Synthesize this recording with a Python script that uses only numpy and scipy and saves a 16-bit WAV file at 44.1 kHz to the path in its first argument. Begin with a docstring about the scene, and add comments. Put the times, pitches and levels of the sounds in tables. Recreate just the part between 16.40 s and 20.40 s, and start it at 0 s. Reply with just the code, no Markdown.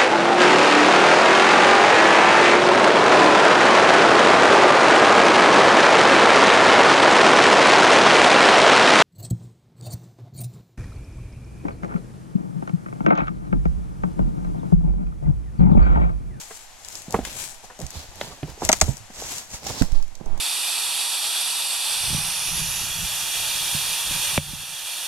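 """Close handling knocks and cracks on two hand-held microphones in a forest.
Knocks are dull with a short hollow ring; cracks snap, ring high and crackle, the loudest overloading.
Uneven swells of rustling with small twig ticks ride on a faint wind in the trees.
Handling thumps and pushes of air reach the microphones, late on mostly the right one."""
import sys
import numpy as np
from scipy import signal
from scipy.fft import rfft, irfft
from scipy.io import wavfile

SR = 44100
rng = np.random.default_rng(int(sys.argv[2]) if len(sys.argv) > 2 else 0)


def wrap_up_sound(samples):
    """Save the sound to the file named by the first command line argument, as 16-bit audio."""
    columns = np.atleast_2d(samples).T
    # keep every value between -1 and 1, then stretch to whole-number steps
    tamed = np.clip(columns, -1, 1)
    steps = np.round(tamed * 32767).astype(np.int16)
    wavfile.write(sys.argv[1], SR, steps)


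N = 176400

# freq_hz, gain_db
WIND_EQ = [(20, 15.5), (60, 1), (170, -6), (380, -7), (600, 0.5), (780, 4), (1100, -2), (2000, -1),
           (4000, -4.5), (8000, -5.5), (16000, -11.5)]
# time_s, level_db
WIND_LEVELS = [(0, -43), (1.3, -43), (2.7, -42.5), (3.499, -45), (3.85, -50), (4, -47.5)]

# peak_s, rise_s, fall_s, hiss_db, rasp_hz, scrape_db, pan_db, left_lag_s
RUSTLE_SWELLS = [(.008, 0.014, .04, -36.5, 7300, -47, -2, 0.0041),
                 (.15, .11, 0.095, -42.5, 8200, -57, -0.5, 0.0026),
                 (.56, 0.13, 0.094, -41, 7200, -45.5, 0.5, 0.0047),
                 (0.758, 0.044, 0.06, -44, 8000, -25.5, -0.5, 0.0039),
                 (.875, 0.032, 0.094, -36.5, 2650, -37.5, -.5, -0.0093),
                 (1.011, 0.067, 0.087, -32.5, 8400, -38.5, 1, 0.0013),
                 (1.246, .011, 0.024, -45, 6200, -46, 2, .0001),
                 (1.421, .025, 0.049, -45.5, 7200, -35.5, -1, 0),
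                 (1.565, 0.047, .092, -38, 4200, -37.5, -3.5, 0.0043),
                 (1.84, 0.076, 0.097, -40, 3970, -33.5, -4, -.00009),
                 (2.099, 0.048, 0.054, -47, 4900, -37.5, -1.5, 0),
                 (2.248, 0.031, 0.036, -31.5, 5800, -27.5, -6, .00015),
                 (2.345, 0.02, 0.08, -36.5, 7000, -38, -1, -0.0027),
                 (2.432, 0.015, 0.093, -35.5, 7000, -32.5, 0.5, .00016),
                 (2.81, 0.051, 0.17, -35, 6600, -35.5, -6, .00015),
                 (2.917, 0.048, 0.069, -32, 7160, -40, -1.5, 0.011),
                 (2.98, .022, 0.042, -37.5, 7650, -56, -5, 0.0055),
                 (3.145, 0.03, 0.034, -34, 6330, -35, -3.5, .00012),
                 (3.29, 0.045, 0.094, -31.5, 5440, -29.5, -5, 0.0029),
                 (3.4, 0.054, .049, -33.5, 4800, -30, -6.5, -.0002),
                 (3.56, 0.061, 0.047, -47.5, 4540, -39, -15, -.0002),
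                 (3.96, 0.2, 0.12, -73, 4500, -41.5, -18, -0.0091)]
# freq_hz, gain_db
HISS_EQ = [(100, -24.5), (900, -2.5), (2000, 0.5), (3500, 1), (5000, 0.5), (7500, 1), (11000, 0.5),
           (16000, 5)]
# freq_hz, gain_db
SCRAPE_EQ = [(20, -6.5), (70, 8.5), (160, 5.5), (350, 4), (800, 2.5), (1150, -4.5), (1700, -8.5),
             (4000, -16.5), (16000, -58)]

# start_s, level_db, contact_s, pitch_hz, low_hz, high_hz, pan_db
HANDLING_KNOCKS = [(.105, -35.5, 0.008, 440, 380, 2000, 0), (.681, -25.5, 0.0014, 170, 99, 450, -1),
                   (0.7416, -7, 0.003, 458, 111, 1350, -2), (0.7867, -15.5, 0.0033, 253, 130, 764, -0.5),
                   (0.849, -28.5, 0.0033, 1135, 706, 3950, 4.5), (1.236, -32.5, 0.005, 710, 573, 840, -2),
                   (1.297, -38, 0.012, 497, 440, 1700, 1), (1.389, -33.5, 0.0066, 605, 150, 850, 5),
                   (1.406, -29.5, 0.0039, 517, 150, 790, -3), (1.8115, -18, 0.0012, 580, 332, 3460, -1.5),
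                   (1.912, -36, 0.01, 1150, 850, 1300, -5), (2.028, -20.5, 0.0028, 281, 90, 543, -1),
                   (2.029, -31.5, 0.0023, 1400, 714, 3140, -9), (2.08, -31, 0.0017, 470, 120, 640, -3),
                   (2.175, -30.5, 0.0012, 415, 180, 750, -2), (2.2179, -16.5, 0.0034, 759, 398, 1040, -2.5),
                   (2.229, -19, 0.0027, 310, 150, 740, -2), (2.2913, -8.5, 0.0052, 629, 340, 1250, 0),
                   (2.3284, -14.5, 0.0019, 683, 350, 1350, 4), (2.4122, -11.5, 0.0045, 619, 298, 1310, 0.5),
                   (2.477, -24.5, 0.0065, 214, 120, 815, 1), (2.699, -37, .0035, 227, 180, 950, 1),
                   (2.821, -25, 0.0015, 443, 304, 1240, 1), (3.263, -29.5, 0.0045, 790, 200, 1170, -8),
                   (3.412, -13, 0.0017, 260, 130, 324, -29), (3.4195, -21, 0.0017, 700, 298, 1900, 8),
                   (3.808, -33.5, 0.0014, 300, 120, 784, -26.5), (3.859, -39, 0.0044, 431, 114, 910, -15)]
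# mode_hz, level_db, t60_s
KNOCK_MODES = [(188, -2, 0.087), (289, -12.5, 0.06), (405, -4, 0.046), (632, -2, 0.03), (767, 2, 0.034),
               (886, -4.5, 0.0084), (1010, -4.5, 0.04), (1280, -10, 0.013), (1490, 0, 0.018),
               (1770, -19, 0.04), (2080, -2, 0.049)]

# start_s, level_db, pan_db
TWIG_TICKS = [(0.4476, -29, 2.5), (0.4852, -27.5, 4), (0.525, -30, 1), (.5535, -22.5, -7),
              (0.619, -30.5, 2), (0.707, -25, -1), (0.7242, -24.5, 6), (.746, -30, 0), (0.8512, -19, 0),
              (0.874, -29, -3), (1.39, -32, -4), (1.401, -28, -3), (1.4155, -25, -1), (1.4654, -24.5, -8),
              (1.505, -26, 1), (1.7569, -36, 1), (1.814, -26, -9), (2.2502, -19.5, 15.5), (2.401, -22, -7),
              (2.5691, -30.5, 5), (2.579, -32, 0), (2.9823, -19, -3), (3.104, -31.5, -7), (3.268, -20, -18),
              (3.421, -15, -3), (3.52, -32, -8), (3.6259, -30.5, -10), (3.68, -40, -6),
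              (3.7528, -31.5, -15), (3.8586, -36.5, -2), (3.9764, -34, 4)]
# freq_hz, gain_db
TICK_EQ = [(200, -22.5), (3000, -4.5), (6000, 4), (9000, 2.5), (16000, 2)]

# start_s, level_db, pitch_hz, decay_s, pan_db
HANDLING_THUMPS = [(.80, -39, 56, 0.054, -12), (1.424, -36, 142, 0.023, -14),
                   (1.438, -36, 61, 0.019, -18.5), (1.56, -35.5, 76.4, 0.034, -3),
                   (1.687, -41.5, 40, 0.014, 25), (2.028, -25, 153, 0.019, -1.5),
                   (2.089, -38.5, 64, 0.026, -12), (2.224, -42, 66, 0.11, -20.5),
                   (2.423, -22, 75, 0.028, -6.5), (2.483, -21, 135.3, 0.019, -14),
                   (2.6, -49, 111, 0.035, -15), (3.136, -43.5, 50, 0.023, -13),
                   (3.413, -19, 164, 0.0085, -27.5), (3.808, -35, 143, 0.0087, -19)]

# start_s, level_db, decay_s, pan_db, ring_hz, body_db
HANDLING_CRACKS = [(2.2898, 0, 0.0021, -2.5, 6520, -2), (2.317, -6.5, 0.0017, 0, 6300, -19),
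                   (2.328, 2.5, 0.0016, -7, 6230, -5.5), (2.4126, 5.5, 0.0016, 0, 6480, -6)]
# freq_hz, gain_db
CRACK_EQ = [(100, -3.5), (700, -9.5), (2200, -5.5), (3400, -6), (4800, -0.5), (6400, -1.5), (8400, 2.5),
            (10000, -6.5), (16000, -11)]
# freq_hz, gain_db
CRACK_BODY_EQ = [(300, -18), (1200, -19), (1800, 5), (2150, 8), (2500, -2), (2840, -0.5), (3400, -5),
                 (8000, -33)]

# start_s, level_db, rise_s, swing_hz, decay_s, pan_db
AIR_BUFFETS = [(3.414, -17, 0.0016, 17, 0.011, -27.5), (3.43, -34.5, .015, 4.47, 0.12, -36),
               (3.526, -21, 0.0047, 9.7, 0.064, -30.5), (3.86, -29, 0.023, 6.77, 0.11, -33.5)]

# freq_hz, gain_db
LEFT_MIC_EQ = [(100, 2), (1000, 1.5), (3000, 2.5), (5000, 3), (7000, 7), (8400, 4), (9300, -1.5),
               (11500, 4.5), (12600, -4.5), (13500, -19), (14600, -5.5), (16000, -13)]
# freq_hz, gain_db
RIGHT_MIC_EQ = [(100, 6), (400, 0.5), (950, 4.5), (1400, -0.5), (3000, -0.5), (5000, 1), (6400, 0),
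                (7200, -1.5), (8500, -10.5), (10500, -18.5), (15500, -18.5)]

WIND_CORR, HISS_CORR, SCRAPE_CORR, KNOCK_CORR, CRACK_CORR = 0.32, 0.57, 0.93, 0.92, 0.37  # left-right
SNAP_RISE_S, SNAP_LAG_S = 0.00053, 0.00015  # snaps reach the right microphone first


def amp(db):
    """Decibels to gain."""
    return 10 ** (np.asarray(db) / 20)


def sides(pan_db):
    """Stereo gains; pan_db is left minus right."""
    return amp(np.array([[pan_db], [-pan_db]]) / 2)


def add(mix, start_s, sound):
    """Mix a sound in at start_s."""
    part = mix[:, max(round(start_s * SR), 0):][:, :sound.shape[-1]]
    part += sound[..., :part.shape[1]]


def equalise(x, points, size=4096):
    """Minimum-phase filter through (freq_hz, gain_db) points."""
    freq_hz, gain_db = np.transpose(points)
    bins_hz = abs(np.fft.fftfreq(size, 1 / SR))
    log_gain = np.log(amp(np.interp(np.log(bins_hz + 1), np.log(freq_hz), gain_db)))
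    response = np.exp(np.conj(signal.hilbert(log_gain)))
    taps = np.fft.ifft(response).real[:size // 2]
    return signal.oaconvolve(np.atleast_2d(x), taps[None], axes=1)[:, :x.shape[-1]]


def noise(corr, size, left_lag_s=0):
    """Partly correlated stereo white noise."""
    shared, own = rng.standard_normal((2, size))
    delay = np.exp(-2j * np.pi * np.fft.rfftfreq(size, 1 / SR) * left_lag_s)
    left = irfft(rfft(shared) * delay, size)
    right = corr * shared + np.sqrt(1 - corr ** 2) * own
    return np.array([left, right])


def flutter(depth_db, step_s, size):
    """Unit-power random gain, one knot per step."""
    knots = rng.standard_normal(size)
    gain = amp(depth_db * np.interp(np.arange(size) / SR / step_s, np.arange(size), knots))
    return gain / np.sqrt(np.mean(gain ** 2))


def rumble(top_hz, size):
    """Unit-power low-passed noise."""
    low = signal.sosfilt(signal.butter(2, top_hz, fs=SR, output="sos"), rng.standard_normal(size))
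    return low / low.std()


def wind():
    """Faint wash of the tree tops."""
    level_db = np.interp(np.arange(N) / SR, *np.transpose(WIND_LEVELS))
    return equalise(noise(WIND_CORR, N), WIND_EQ) * amp(level_db)


def rustles():
    """Swells of gritty hiss, each with a rasping band, over a low, uneven scrape."""
    rush_db, rasp_db, grit_db, grit_per_s = -1.5, 3.5, 18.5, 170
    t, hiss, scrape_power = np.arange(N) / SR, np.zeros((2, N)), 0
    for peak_s, rise_s, fall_s, hiss_db, rasp_hz, scrape_db, pan_db, left_lag_s in RUSTLE_SWELLS:
        width_s = np.where(t < peak_s, rise_s, fall_s)
        swell = sides(pan_db) * np.exp(-abs((t - peak_s) / width_s) ** 1.35)
        scrape_power += (amp(scrape_db) * swell) ** 2
        grit = amp(grit_db) * (rng.random(SR) < grit_per_s / SR)
        rush = amp(rush_db) * noise(HISS_CORR, SR, left_lag_s)
        rush *= flutter(depth_db=2.5, step_s=0.0026, size=SR) + grit
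        band = signal.lfilter(*signal.iirpeak(rasp_hz, Q=2.66, fs=SR), noise(HISS_CORR, SR, left_lag_s))
        rasp = amp(rasp_db) * band * flutter(depth_db=2.5, step_s=0.02, size=SR)
        start = max(round(peak_s * SR) - SR // 2, 0)
        envelope = amp(hiss_db) * swell[:, start:start + SR]
        add(hiss, start / SR, envelope * (rush + rasp)[:, :envelope.shape[1]])
    scrape = noise(SCRAPE_CORR, N) * flutter(depth_db=3, step_s=0.0091, size=N)
    return equalise(hiss, HISS_EQ) + equalise(scrape, SCRAPE_EQ) * np.sqrt(scrape_power)


def knocks():
    """Dull handling knocks: a main pitch, a short hollow ring and a rattle, band-limited per knock."""
    hollow_db, main_db, contact_db, rattle_db = -6, -3, 5, -11.5
    ring_cycles, ring_contacts, full_contact_s, rattle_s = 0.75, 1.55, 0.0039, 0.02
    out, t = np.zeros((2, N)), np.arange(SR // 4) / SR
    hollow = np.zeros_like(t)
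    for k, (mode_hz, level_db, t60_s) in enumerate(KNOCK_MODES):
        decay = amp(hollow_db + level_db - 60 * t / t60_s)
        hollow += (-1) ** k * decay * np.cos(2 * np.pi * mode_hz * t)
    for start_s, level_db, contact_s, pitch_hz, low_hz, high_hz, pan_db in HANDLING_KNOCKS:
        modes = hollow * contact_s / full_contact_s  # longer contact, louder ring
        ring_s = ring_cycles / pitch_hz + ring_contacts * contact_s
        main = amp(main_db) * np.exp(-t / ring_s) * np.sin(2 * np.pi * pitch_hz * t)
        push = amp(contact_db) * np.exp(1 - t / contact_s)
        rattle = amp(rattle_db) * np.exp(-t / rattle_s)
        attack = np.minimum(t / contact_s, 1)
        bump = attack * (modes + main + (push + rattle) * noise(KNOCK_CORR, len(t)))
        highpass = signal.butter(2, low_hz, "high", fs=SR, output="sos")
        lowpass = signal.butter(4, high_hz, fs=SR, output="sos")
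        knock = signal.sosfilt(np.vstack([highpass, lowpass]), bump)
        add(out, start_s, amp(level_db) * sides(pan_db) * knock)
    return out


def snap(decay_s, tail_db, tail_s, corr, size=8192):
    """Quick noise burst with a crackling tail."""
    t = np.arange(size) / SR
    crackle = amp(tail_db) * np.exp(-t / tail_s) * flutter(depth_db=3.5, step_s=0.0007, size=size)
    envelope = np.minimum(t / SNAP_RISE_S, 1) * (np.exp(-t / decay_s) + crackle)
    return envelope * noise(corr, size, SNAP_LAG_S)


def ticks():
    """Small bright twig snaps."""
    out = np.zeros((2, N))
    for start_s, level_db, pan_db in TWIG_TICKS:
        tick = snap(decay_s=0.0015, tail_db=-22.5, tail_s=0.04, corr=HISS_CORR)
        add(out, start_s, amp(level_db) * sides(pan_db) * tick)
    return equalise(out, TICK_EQ)


def thumps():
    """Handling thumps: low, rough, damped swings."""
    rise_s, roughness = 0.0053, 0.57
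    out, t = np.zeros((2, N)), np.arange(SR // 2) / SR
    for start_s, level_db, pitch_hz, decay_s, pan_db in HANDLING_THUMPS:
        swing = np.sin(2 * np.pi * pitch_hz * t) + roughness * rumble(1.3 * pitch_hz, len(t))
        envelope = np.minimum(t / rise_s, 1) * np.exp(-t / decay_s)
        add(out, start_s, amp(level_db) * sides(pan_db) * envelope * swing)
    return out


def cracks():
    """Sharp, close handling cracks: a snap, a brief high ring, a short crackle, a mid-range clack."""
    ring_db, ring_s, body_s = -2, 0.0015, 0.0044
    bright, body, t = np.zeros((2, N)), np.zeros((2, N)), np.arange(SR // 20) / SR
    age_s = np.maximum(t - np.array([[SNAP_LAG_S], [0]]), 0)
    attack = np.minimum(age_s / SNAP_RISE_S, 1)
    for start_s, level_db, decay_s, pan_db, ring_hz, body_db in HANDLING_CRACKS:
        gain = amp(level_db) * sides(pan_db)
        burst = snap(decay_s, tail_db=-18, tail_s=0.009, corr=CRACK_CORR)
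        ring = amp(ring_db) * attack * np.exp(-age_s / ring_s) * np.sin(2 * np.pi * ring_hz * age_s)
        clack = attack * np.exp(-age_s / body_s) * noise(CRACK_CORR, len(t), SNAP_LAG_S)
        add(bright, start_s, gain * burst)
        add(bright, start_s, gain * ring)
        add(body, start_s, amp(body_db) * clack)
    return equalise(bright, CRACK_EQ) + equalise(body, CRACK_BODY_EQ)


def buffets():
    """Air pushes on the right microphone, then swings back slowly and unevenly."""
    roughness, rough_hz = 0.068, 60.4
    out, t = np.zeros((2, N)), np.arange(SR) / SR
    for start_s, level_db, rise_s, swing_hz, decay_s, pan_db in AIR_BUFFETS:
        swing = roughness * rumble(rough_hz, len(t)) - np.cos(2 * np.pi * swing_hz * t)
        envelope = (1 - np.exp(-t / rise_s)) * np.exp(-t / decay_s)
        add(out, start_s, amp(level_db) * sides(pan_db) * envelope * swing)
    return out


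def scene():
    """All sources at the two microphones."""
    return cracks() + ticks() + knocks() + thumps() + buffets() + rustles() + wind()


def record(dry):
    """Two unlike microphones, soft overload, band limit."""
    ceiling, cutoff_hz = 0.88, 16200
    heard = np.vstack([equalise(dry[0], LEFT_MIC_EQ), equalise(dry[1], RIGHT_MIC_EQ)])
    clipped = ceiling * np.tanh(heard / ceiling)
    lowpass = signal.firwin(255, cutoff_hz, window=("kaiser", 8), fs=SR)
    return signal.oaconvolve(clipped, lowpass[None], "same", axes=1)


dry = scene()
out = record(dry)
wrap_up_sound(out)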